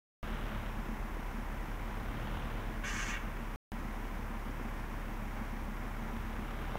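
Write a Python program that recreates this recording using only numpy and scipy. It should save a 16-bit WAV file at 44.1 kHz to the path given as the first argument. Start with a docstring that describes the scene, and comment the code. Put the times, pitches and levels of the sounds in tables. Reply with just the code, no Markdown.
"""Snowy junction, beside an idling heavy diesel: exhaust throb, combustion clatter, steady hum. A second deep
drone beats with the idle, then fades. A creeping van revs three times, its firings ringing the silencer. The
heavy vehicle vents brake air once, through a ringing pipe and a bright jet. Two small knocks fall close by. The
sound starts after a short silence and cuts out briefly halfway."""
import sys
import numpy as np
from scipy import signal
from scipy.fft import rfft, irfft, next_fast_len
from scipy.io import wavfile

SR = 44100
rng = np.random.default_rng(int(sys.argv[2]) if len(sys.argv) > 2 else 0)


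def bounce(signal):
    """Save signal as a 16-bit WAV file at the path given by the first command-line argument."""
    frames = np.transpose(np.atleast_2d(signal))
    limited = np.clip(frames, -1, 1)
    pcm = np.round(limited * 32767).astype(np.int16)
    wavfile.write(sys.argv[1], SR, pcm)


N = 298998
T = np.arange(N) / SR

# diesel exhaust (order [x firing rate], level [dB])
IDLE_ORDERS = [(1, -41), (1.5, -57.5), (2, -56), (3, -59.5), (4, -64.5)]
# diesel noise spectra (frequency [Hz], relative density [dB])
CLATTER_SPECTRUM = [(200, -17.5), (290, -3), (360, -1.5), (500, -3), (660, -3.5), (800, -1.1), (1000, 0.5),
                    (1250, -4), (1700, -5), (2200, -7), (2600, -13), (3300, -19), (4400, -27),
                    (5700, -23.5), (7000, -28.5), (9000, -47.5)]
RUMBLE_SPECTRUM = [(12, -27), (26, -16), (45, -3.5), (65, 1), (90, -3), (130, -5), (190, -5.5), (260, -8),
                   (330, -12.5), (480, -31.5), (900, -50)]
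# engine panels (frequency [Hz], relative level [dB])
PANEL_MODES = [(312, 3.5), (575, -1.5), (788, 0.5), (990, -5), (1380, -0.5)]
# van pedal (down [s], up [s], top firing rate [Hz], load [dB])
PEDAL_PRESSES = [(-0.5, 0.54, 36.71, 3.5), (1.56, 2.40, 40.54, 1.5), (6.0, 7, 39.9, -0.2)]
# van exhaust (order [x firing rate], relative level [dB])
VAN_ORDERS = [(1, -57), (2, -51.5), (3, -48.5), (4, -50.5), (5, -62.5), (6, -61)]
# van rattle (frequency [Hz], relative density [dB])
RATTLE_SPECTRUM = [(150, -13), (330, 1.5), (600, 0), (900, -2.5), (1400, -1), (2100, -11), (2900, -9),
                   (3600, -12.5), (4400, -25), (7000, -42)]
# silencer drive per cylinder (relative level [dB])
CYLINDERS_DB = [0, -1, -8, -9]
# brake air spectra (frequency [Hz], relative density [dB])
PIPE_SPECTRUM = [(600, -29.5), (1100, -3.5), (1650, -4.5), (2200, -6), (2800, -11.5), (3400, -11),
                 (4000, -24.5), (5000, -35)]
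JET_SPECTRUM = [(3000, -31), (4300, -8.5), (5400, -8), (6250, -2.5), (6750, -2.5), (7300, -7.5),
                (8000, -12.5), (9000, -17.5), (10500, -21.5), (12500, -39)]
# brake air resonances (frequency [Hz], relative level [dB])
PIPE_MODES = [(1075, -6), (1195, -0.5), (1515, -1), (1565, -9), (1617, -0.5), (1710, -1.5), (1765, -2),
              (1902, 0.5), (2188, -1.5), (2270, -1.5), (2460, -4), (2653, -4), (2775, -2.5), (2972, -6.5),
              (3160, -13), (3290, -30), (3492, -11.5)]
JET_MODES = [(5512, -73.5), (5927, -69), (6045, -67), (6239, -68), (6295, -64.5), (6514, -69), (6982, -78),
             (7181, -71)]
# panel taps (time [s], level [dB], frequency [Hz], decay [s])
KNOCKS = [(1.1686, -31, 480, .002), (6.7553, -21, 760, .0012)]
# steady hum tones (frequency [Hz], level [dB])
HUM_TONES = [(112.2, -59.5), (224.5, -59.5)]
# microphone hiss (frequency [Hz], relative density [dB])
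HISS_SPECTRUM = [(1000, 2.5), (5000, -11.5), (8500, -3), (11000, -3), (13500, -1), (15600, 0)]
# spans with sound (start [s], stop [s])
AUDIBLE_SPANS = [(0.229, 3.56), (3.719, 6.9)]

IDLE_FIRING_HZ, CLATTER_DB, RUMBLE_DB = 35.03, -47.5, -49.0
DRONE_HZ, DRONE_DB, DRONE_HOLD_UNTIL_S, DRONE_FADE_DB_PER_S = 43.55, -48.5, 3.2, 45
TICKOVER_HZ, CLIMB_HZ_PER_S, COAST_HZ_PER_S = 26.2, 18.5, 26
EXHAUST_DB_PER_OCTAVE, RATTLE_DB_PER_OCTAVE = 27.5, 18.5
SILENCER_HZ, SILENCER_WIDTH_HZ, CYLINDER_1_FIRES_S = 220.4, 22.5, 3.998
VALVE_OPEN_S, VALVE_SHUT_S = 2.832, 3.174
PIPE_DB, PIPE_ATTACK_S, PIPE_FADE_DB_PER_S = -41, 0.0083, 605
LEAK_DB, LEAK_FADE_DB_PER_S = -51.5, 66
JET_DB, JET_ATTACK_S, JET_HOLD_S, JET_FADE_DB_PER_S = -48.5, 0.036, 0.27, 190
LOW_PASS_HZ = 15750


def diesel_idle():
    """Six cylinders at governed speed: exhaust throb, clatter with ringing panels, rumble."""
    cycles = IDLE_FIRING_HZ * T + 0.014 * wander(2.5)
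    throb = sum(gain_of(db) * tone(order * cycles) for order, db in IDLE_ORDERS)
    pulses = firings(cycles, depth=0.4, decay_cycles=0.15, uneven_db=2.5, cylinders=6)
    colour = unit_rms(noise(CLATTER_SPECTRUM) + 0.27 * ringing(PANEL_MODES, width_hz=28))
    clatter = colour * pulses * gain_of(CLATTER_DB + 0.26 * wander(12))
    rumble = noise(RUMBLE_SPECTRUM) * gain_of(RUMBLE_DB + 1.2 * wander(8))
    return throb + clatter + rumble


def drone():
    """Deep tone that beats with the idle, then fades."""
    level_db = DRONE_DB - DRONE_FADE_DB_PER_S * np.maximum(T - DRONE_HOLD_UNTIL_S, 0)
    return tone(DRONE_HZ * T + 0.055 * wander(1.6)) * gain_of(level_db)


def van():
    """Four cylinders: exhaust and rattle grow with revs and load; chug is clearest at tickover."""
    firing_hz, load_db = pedal()
    revs_octaves = np.log2(firing_hz / firing_hz.max())
    cycles = np.cumsum(firing_hz) / SR
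    cycles = cycles - np.interp(CYLINDER_1_FIRES_S, T, cycles) + 0.025 * wander(6)
    exhaust = sum(gain_of(db + 1.04 * wander(7)) * tone(order * cycles) for order, db in VAN_ORDERS)
    exhaust *= gain_of(-1.1 + EXHAUST_DB_PER_OCTAVE * revs_octaves + 0.69 * load_db)
    rattle = noise(RATTLE_SPECTRUM)
    rattle *= firings(cycles, depth=1.1, decay_cycles=0.2, uneven_db=1.0, cylinders=4)
    rattle *= gain_of(-49.0 + RATTLE_DB_PER_OCTAVE * revs_octaves + load_db)
    chug = silencer(cycles) * gain_of(-52.5 - 5.1 * revs_octaves)
    return exhaust + rattle + chug


def pedal():
    """Each press raises the revs, which coast back to tickover. Returns (firing rate [Hz], load [dB])."""
    lift_hz, load_db = np.zeros(N), np.zeros(N)
    for down_s, up_s, top_hz, top_load_db in PEDAL_PRESSES:
        span_hz = top_hz - TICKOVER_HZ
        climb_hz = CLIMB_HZ_PER_S * (T - down_s)
        coast_hz = span_hz - COAST_HZ_PER_S * (T - up_s)
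        press_hz = np.clip(np.minimum(climb_hz, coast_hz), 0, span_hz)
        lift_hz += press_hz
        load_db += top_load_db * press_hz / span_hz
    return TICKOVER_HZ + lift_hz, load_db


def silencer(cycles):
    """Each firing rings the hollow box; two strong cylinders, then two weak, make it chug."""
    stroke = np.floor(cycles).astype(int)
    strength = gain_of(CYLINDERS_DB)[stroke % len(CYLINDERS_DB)]
    puffs = strength * np.exp(-(cycles % 1) / 0.33) * rng.standard_normal(N)
    kicks = strength * np.diff(stroke, prepend=stroke[0])
    drive = unit_rms(puffs) + 1.7 * unit_rms(kicks)
    box = signal.iirpeak(SILENCER_HZ, Q=SILENCER_HZ / SILENCER_WIDTH_HZ, fs=SR)
    tailpipe = signal.iirpeak(SILENCER_HZ, Q=1.3, fs=SR)
    return unit_rms(signal.lfilter(*tailpipe, signal.lfilter(*box, drive)))


def firings(cycles, depth, decay_cycles, uneven_db, cylinders):
    """Envelope of one dying puff per firing; strength varies by cylinder and by stroke."""
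    elapsed = cycles - cycles.min()
    stroke = elapsed.astype(int)
    bias, jitter = rng.standard_normal(cylinders), rng.standard_normal(1024)
    strength = gain_of(uneven_db * (bias[stroke % cylinders] + jitter[stroke % len(jitter)]))
    return unit_rms(1 + depth * strength * np.exp(-(elapsed % 1) / decay_cycles))


def brake_air():
    """Air rings a pipe; the jet builds later and dies first as pressure drops. A weak leak lingers."""
    pipe = unit_rms(noise(PIPE_SPECTRUM) + 1.5 * ringing(PIPE_MODES, width_hz=45))
    jet = unit_rms(noise(JET_SPECTRUM) + 0.66 * ringing(JET_MODES, width_hz=45))
    rush = airflow(PIPE_DB, PIPE_ATTACK_S, VALVE_SHUT_S, PIPE_FADE_DB_PER_S)
    leak = airflow(LEAK_DB, PIPE_ATTACK_S, VALVE_SHUT_S, LEAK_FADE_DB_PER_S)
    blast = airflow(JET_DB, JET_ATTACK_S, VALVE_OPEN_S + JET_HOLD_S, JET_FADE_DB_PER_S)
    flutter = gain_of(0.79 * wander(70))
    return flutter * (pipe * np.maximum(rush, leak) + jet * blast)


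def airflow(level_db, attack_s, hold_until_s, fade_db_per_s):
    """Envelope: rises as the valve opens, holds, dies away."""
    rise = np.clip((T - VALVE_OPEN_S) / attack_s, 0, 1)
    return rise * gain_of(level_db - fade_db_per_s * np.maximum(T - hold_until_s, 0))


def knocks():
    """Light taps on a dead panel, gone in a few cycles."""
    taps = np.zeros(N)
    for time_s, db, hz, decay_s in KNOCKS:
        age_s = np.maximum(T - time_s, 0)
        taps += gain_of(db) * np.sin(2 * np.pi * hz * age_s) * np.exp(-age_s / decay_s)
    return taps


def hum():
    """Steady hum tones, wavering in level and phase."""
    return sum(gain_of(db + 0.82 * wander(6)) * tone(hz * T + 0.074 * wander(3.8))
               for hz, db in HUM_TONES)


def noise(spectrum):
    """Unit-rms noise shaped by (frequency [Hz], relative density [dB]) points."""
    size = next_fast_len(N)
    hz = np.fft.rfftfreq(size, 1 / SR)
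    points_hz, points_db = np.transpose(spectrum)
    colour = gain_of(np.interp(np.log(hz + 1), np.log(points_hz), points_db))
    return unit_rms(irfft(rfft(rng.standard_normal(size)) * colour, size)[:N])


def ringing(modes, width_hz):
    """Unit-rms noise in narrow resonances (frequency [Hz], relative level [dB])."""
    size = next_fast_len(N)
    hz = np.fft.rfftfreq(size, 1 / SR)
    power = sum(gain_of(db) ** 2 / (1 + (2 * (hz - mode_hz) / width_hz) ** 2) ** 2
                for mode_hz, db in modes)
    return unit_rms(irfft(rfft(rng.standard_normal(size)) * np.sqrt(power), size)[:N])


def wander(max_hz):
    """Unit-rms random drift."""
    coarse_s = T[::64]
    rates_hz, phases = np.geomspace(max_hz / 10, max_hz, 20), rng.random(20)
    drift = np.sin(2 * np.pi * (np.outer(coarse_s, rates_hz) + phases)).sum(1)
    return unit_rms(np.interp(T, coarse_s, drift))


def tone(cycles):
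    """Unit-rms sine, random start phase."""
    return np.sqrt(2) * np.sin(2 * np.pi * (cycles + rng.random()))


def gain_of(db):
    """Decibels to amplitude."""
    return 10 ** (np.asarray(db) / 20)


def unit_rms(x):
    """Scales to rms 1."""
    return x / np.sqrt(np.mean(x ** 2) + 1e-20)


def scene():
    """Dry mono mix: snow absorbs the echoes."""
    return (diesel_idle() + drone() + hum() + van() + brake_air() + knocks())[None]


def record(dry):
    """Microphone hiss with a faint whine, brief silences, low-pass."""
    hiss = gain_of(-62.0) * noise(HISS_SPECTRUM)
    whine = gain_of(-82.5) * ringing([(11300, 0)], width_hz=170)
    gate = sum((T >= start_s) & (T < stop_s) for start_s, stop_s in AUDIBLE_SPANS)
    low_pass = signal.firwin(1023, LOW_PASS_HZ, window=("kaiser", 9), fs=SR)
    return signal.oaconvolve((dry + hiss + whine) * gate, low_pass[None], "same")


dry = scene()
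out = record(dry)
bounce(out)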